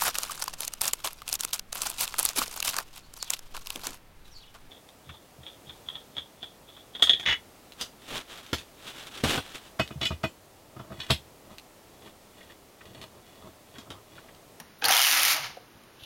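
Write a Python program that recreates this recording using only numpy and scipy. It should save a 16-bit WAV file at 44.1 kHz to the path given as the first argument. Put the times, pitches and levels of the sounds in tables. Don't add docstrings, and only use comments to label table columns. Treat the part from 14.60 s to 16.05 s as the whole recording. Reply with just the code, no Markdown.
import sys
import numpy as np
from scipy import signal
from scipy.fft import rfft, irfft, next_fast_len
from scipy.io import wavfile
from scipy.ndimage import uniform_filter1d, map_coordinates

SR = 44100
rng = np.random.default_rng(int(sys.argv[2]) if len(sys.argv) > 2 else 0)


def generate_wav(sig):
    pcm = np.round(np.clip(np.atleast_2d(sig).T, -1, 1) * 32767).astype(np.int16)
    wavfile.write(sys.argv[1], SR, pcm)


def boost(x):
    u = np.asarray(x, float) / 20
    return 10 ** u


N = 63945
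TIME = np.arange(N) / SR


def unit(x):
    return x / np.sqrt(np.mean(x ** 2) + 1e-20)


def along(points, hz):
    f, v = np.transpose(points)
    return np.interp(np.log(hz + 1), np.log(f + 1), v)


def curves(rows):
    s, *columns = np.transpose(rows)
    return [np.interp(TIME, s, column) for column in columns]


def wobble(rate):
    knots = rng.standard_normal(int(N * rate / SR) + 4)
    return map_coordinates(knots, [TIME * rate])


def filtered(x, response):
    m = next_fast_len(N + SR // 2)
    return irfft(rfft(x, m) * response(np.fft.rfftfreq(m, 1 / SR)), m)[..., :N]


def resonant(x, peaks):
    def response(f):
        total = 0
        for k, (centre, width, db) in enumerate(peaks):
            damping = 1j * f * width
            total = total + (-1) ** k * boost(db) * damping / (centre * centre - f * f + damping)
        return total
    return filtered(x, response)


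def bursts(times, gains, t60):
    energy = np.bincount(np.round(times * SR).astype(int), gains ** 2, N)[:N]
    power = signal.lfilter([1], [1, -boost(-120 / (t60 * SR))], energy)
    return np.sqrt(np.abs(power)) * rng.standard_normal(N)


def ring(s, db, hz, t60):
    t = np.clip(TIME - s, 0, None)
    onset = 1 - np.exp(-t * hz)
    return boost(db - 60 * t / t60) * np.sin(2 * np.pi * hz * t) * onset


# (frequency [Hz], level [dB])
NEEDLE_COLOUR = [(600, -35.5), (1500, 3.5), (3000, 3), (6000, 1.5), (9200, 0.5), (13000, 0), (15500, -6)]


def steel(x):
    peak_db = max(db for _, db in NEEDLE_COLOUR)
    return filtered(x, lambda hz: boost(along([(250, -77)] + NEEDLE_COLOUR, hz) - peak_db))


# (frequency [Hz], level per Hz [dB])
FLOOR_SPECTRUM = [(15, -27), (25, -8), (126, -4), (169, -5), (313, -4), (523, -7), (895, -10), (1140, -10),
                  (15500, -26.5)]


def floor():
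    level_db, duck_db, duck_s = -54.5, -6, .05
    loud = 1. * ((TIME > .35) & (TIME < .62))
    loud = uniform_filter1d(loud, int(duck_s * SR))
    hiss = unit(filtered(rng.standard_normal(N), lambda hz: boost(along(FLOOR_SPECTRUM, hz))))
    return boost(level_db + duck_db * loud + 0.27 * wobble(10.7)) * hiss


# (frequency [Hz], t60 [s])
ROOM_DECAY = [(300, 0.3), (2000, 0.4), (10000, 0.31)]


def room(x):
    delay = 200
    hz, t, z = signal.stft(rng.standard_normal(SR // 2), SR, nperseg=256)
    decay = boost(-60 * t / along(ROOM_DECAY, hz)[:, None])
    tail = signal.istft(z * decay, SR, nperseg=256)[1]
    return signal.fftconvolve(np.pad(x, (delay, 0)), tail / np.linalg.norm(tail))[:N]


# (start [s], end [s], frequency [Hz], level [dB])
TABLE_MODES = [
    (0.492, 0.67, 293, -51.5),
    (0.58, 0.77, 135, -59),
    (.78, 0.912, 128, -50),
    (.73, .8, 630, -43),
    (0.26, .37, 770, -30.5),
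    (.73, .78, 295, -51.5),
]


def drones():
    total = 0
    for start, end, hz, db in TABLE_MODES:
        progress = np.clip((TIME - start) / (end - start), 0, 1)
        swell = np.sqrt(np.abs(np.sin(np.pi * progress)))
        tone = np.sin(2 * np.pi * hz * TIME + 0.96 * wobble(44.4))
        total = total + boost(db + 2.4 * wobble(26.3)) * swell * tone
    return total


# (time [s], peak level [dB], frequency [Hz], t60 [s], tick relative to peak [dB])
HAND_KNOCKS = [
    (.0005, -42, 170, .1, 12),
    (.255, -41, 105, .14, -40),
    (.315, -41, 60, .08, -40),
    (.9705, -31.5, 530, .04, -17),
    (1.152, -40, 110, .045, -40),
    (1.236, -60, 400, .02, 14),
    (1.424, -38, 75, .05, -40),
]


def knocks():
    s, db, _, _, tick_db = np.transpose(HAND_KNOCKS)
    taps = steel(bursts(s, boost(db + tick_db), .025))
    for start, peak_db, hz, t60, _ in HAND_KNOCKS:
        taps = taps + ring(start, peak_db, hz, t60) + .9 * ring(start, peak_db, 1.35 * hz, t60)
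    return taps


def creak():
    burst = bursts(np.array([.187]), boost(np.array([-51])), .2)
    return filtered(burst, lambda hz: hz > 9500)


def settle():
    return resonant(bursts(np.zeros(1), boost(np.array([-38])), 0.12), [(900, 300, 11)])


# (time [s], level [dB])
SCRAPE_LEVEL = [
    (1.38, -67),
    (1.40, -56.5),
    (1.428, -52.5),
    (1.436, -46),
    (1.45, -50),
]
# (frequency [Hz], width [Hz], level [dB])
SCRAPE_MODES = [(2740, 110, 8), (3040, 150, 8.5), (3520, 380, 7), (4350, 1000, -2.5), (6000, 900, -8.5),
                (12000, 5000, -15)]


def scrape():
    level_db, = curves([(1.3, -100)] + SCRAPE_LEVEL)
    metal = unit(resonant(rng.standard_normal(N), SCRAPE_MODES))
    return boost(level_db + 1.3 * wobble(150)) * metal


def lurch():
    start_s, rise_s, fall_s, level_db = 0.222, 0.0029, 0.0044, -36
    t = TIME - start_s
    shape = np.exp(-np.where(t < 0, -t / rise_s, t / fall_s))
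    scuff = resonant(rng.standard_normal(N), [(3000, 2800, 0)])
    scuff = resonant(scuff, [(2500, 4000, 0)])
    return boost(level_db) * shape * unit(scuff)


# (time [s], level [dB])
SHOVES = [
    (.2225, 0),
    (.243, 2),
    (.284, -1),
    (.304, 2),
]
# (frequency [Hz], level [dB], t60 [s])
PLATE_MODES = [(291, -36, 0.053), (475.7, -38.5, 0.17), (814, -29.5, 0.064), (1620, -28, 0.056),
               (2530, -30.5, .04)]


def bed_plate():
    return sum(ring(s, db + level, hz, t60) for s, db in SHOVES for hz, level, t60 in PLATE_MODES)


CATCH_TIMES = [.223, .242, .2448, .252, .2572, .282, .2842, .2922, .3035, .3094, .3188, .3236, .3322, .337,
               .3445, .3487]
# (tick level [dB], ring level [dB], ring frequency [Hz])
CAUGHT_NEEDLES = [(-70, -32, 1500), (-13.5, -20.5, 3200), (-16.5, -21, 820), (-14, -13.5, 4320),
                  (-10, -19.5, 4400), (-26, -32, 2400), (-8, -19, 1400), (-11, -18.5, 1900),
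                  (-25, -20.5, 660), (-9, -16, 5700), (-12, -22, 3300), (-8.5, -16.5, 3300),
                  (-12.5, -23, 2100), (-13, -18, 3250), (-29, -23.5, 1270), (-14, -29, 3900)]


def catches():
    ring_t60, pair_ratio = .026, 1.08
    ticks = bursts(np.array(CATCH_TIMES), boost(np.transpose(CAUGHT_NEEDLES)[0]), .013)
    notes = 0
    for s, (_, db, hz) in zip(CATCH_TIMES, CAUGHT_NEEDLES):
        notes = notes + ring(s, db, hz, ring_t60) + ring(s, db - 3, pair_ratio * hz, ring_t60)
    return steel(ticks) + notes


# (frequency [Hz], width [Hz], level [dB])
SHELL_NEAR = [(783, 143, 7), (1580, 250, 0.5), (3100, 570, -2), (4300, 700, -16), (6060, 900, -7)]
# (frequency [Hz], width [Hz], level [dB])
SHELL_PAST = [(654, 264, -6), (1315, 280, 3), (2090, 640, 2), (2795, 710, 5), (5200, 3900, -1.5)]


def body(x, past):
    past = np.clip(past, 0, 1)
    low_hz = 550
    x = filtered(x, lambda f: (1j * f / (low_hz + 1j * f)) ** 2)
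    return np.sqrt(1 - past) * resonant(x, SHELL_NEAR) + np.sqrt(past) * resonant(x, SHELL_PAST)


def latch_clatter(past):
    per_second, t60, spread_db, body_db = 2200, .005, 2.6, -16
    draw = rng.random((4000, 2))[:int(per_second * N / SR)]
    flips = bursts(draw[:, 0] * TIME[-1], boost(-spread_db * np.log(1 - draw[:, 1])), t60)
    flips = steel(flips)
    return latch_mix(flips, past, body_db)


def latch_mix(flips, past, body_db):
    return unit(flips) + boost(body_db) * unit(body(flips, past))


def rail_rasp(past):
    top_hz, hiss_db = 5640, -17.5
    rub = rng.standard_normal(N) * boost(1.47 * wobble(39.6) + 0.96 * wobble(200))
    shell = filtered(body(rub, past), lambda f: 1 / (1 + (f / top_hz) ** 6))
    return unit(shell) + boost(hiss_db) * unit(steel(rub))


# (time [s], needle number)
CAM_TRAVEL = [
    (.3585, 0),
    (.4107, 6),
    (.448, 11),
    (.4944, 18),
    (.532, 24),
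    (.6194, 36),
    (.714, 48),
    (.7317, 50),
    (.7707, 53),
]


def needle_train(past):
    jitter_s, scatter_db, body_db = .0003, 1.5, -8
    note_hz, sag_hz, note_db, fade_db = 3170, 18, -1.5, .14
    s, needle = np.transpose(CAM_TRAVEL)
    chance = rng.standard_normal((int(needle[-1]) + 1, 2))
    times = np.interp(np.arange(len(chance)), needle, s) - .0006 + jitter_s * chance[:, 0]
    level_db, = curves(BLOW_LEVEL)
    blows = boost(level_db) * bursts(times, boost(scatter_db * chance[:, 1]), .013)
    notes = 0
    for k, (start, (c, d)) in enumerate(zip(times, chance)):
        hz = (note_hz - sag_hz * k) * (1 + 0.033 * d)
        notes = notes + ring(start, note_db - fade_db * k + 2 * c, hz, .019)
    return steel(blows) + boost(body_db) * body(blows, past) + boost(level_db) * notes


# (time [s], level [dB])
BLOW_LEVEL = [
    (.35, -13),
    (.43, -14),
    (.5, -17.5),
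    (.58, -24),
    (.66, -19),
    (.73, -19),
    (.77, -26),
]
# (time [s], rasp level [dB], latch level [dB], carriage past the microphone [0-1])
PUSH_COURSE = [
    (.205, -82, -81.5, 0),
    (.236, -32.5, -72, 0.34),
    (.262, -27.5, -63, 0.18),
    (.31, -24, -30, 0.5),
    (.44, -30.5, -25, 0.76),
    (.56, -28.5, -26.5, 0.87),
    (.735, -29, -26.5, 0.8),
    (.78, -34.5, -44, 0.53),
    (.855, -36, -48.5, 0.74),
]


def carriage():
    rasp_db, latch_db, past = curves(PUSH_COURSE)
    stop_db = 225 * np.clip(TIME - PUSH_COURSE[-1][0], 0, None)
    latches = boost(latch_db - stop_db) * latch_clatter(past)
    rasp = boost(rasp_db - stop_db) * rail_rasp(past)
    return needle_train(past) + latches + rasp


def scene():
    hands = knocks() + creak() + settle() + scrape()
    near = drones() + hands + lurch() + bed_plate() + catches() + carriage()
    reverb_db = -10.5
    return (near + boost(reverb_db) * room(near) + floor())[None]


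def top_cut(x):
    return signal.sosfilt(signal.butter(12, 16660, fs=SR, output="sos"), x)


def record(dry):
    gap_hz, gap_width_hz, shoulder_hz, share, top_hz = 7900, 220, 1050, 0.67, 15800

    def dip(hz, width):
        return 1 - np.exp(-((hz - gap_hz) / width) ** 2)

    def response(hz):
        notch = 0.013 + dip(hz, gap_width_hz)
        shoulders = 1 - share + share * dip(hz, shoulder_hz)
        return notch * shoulders * (hz < top_hz)

    mix = filtered(dry, response)
    return top_cut(mix)


dry = scene()
out = record(dry)
generate_wav(out)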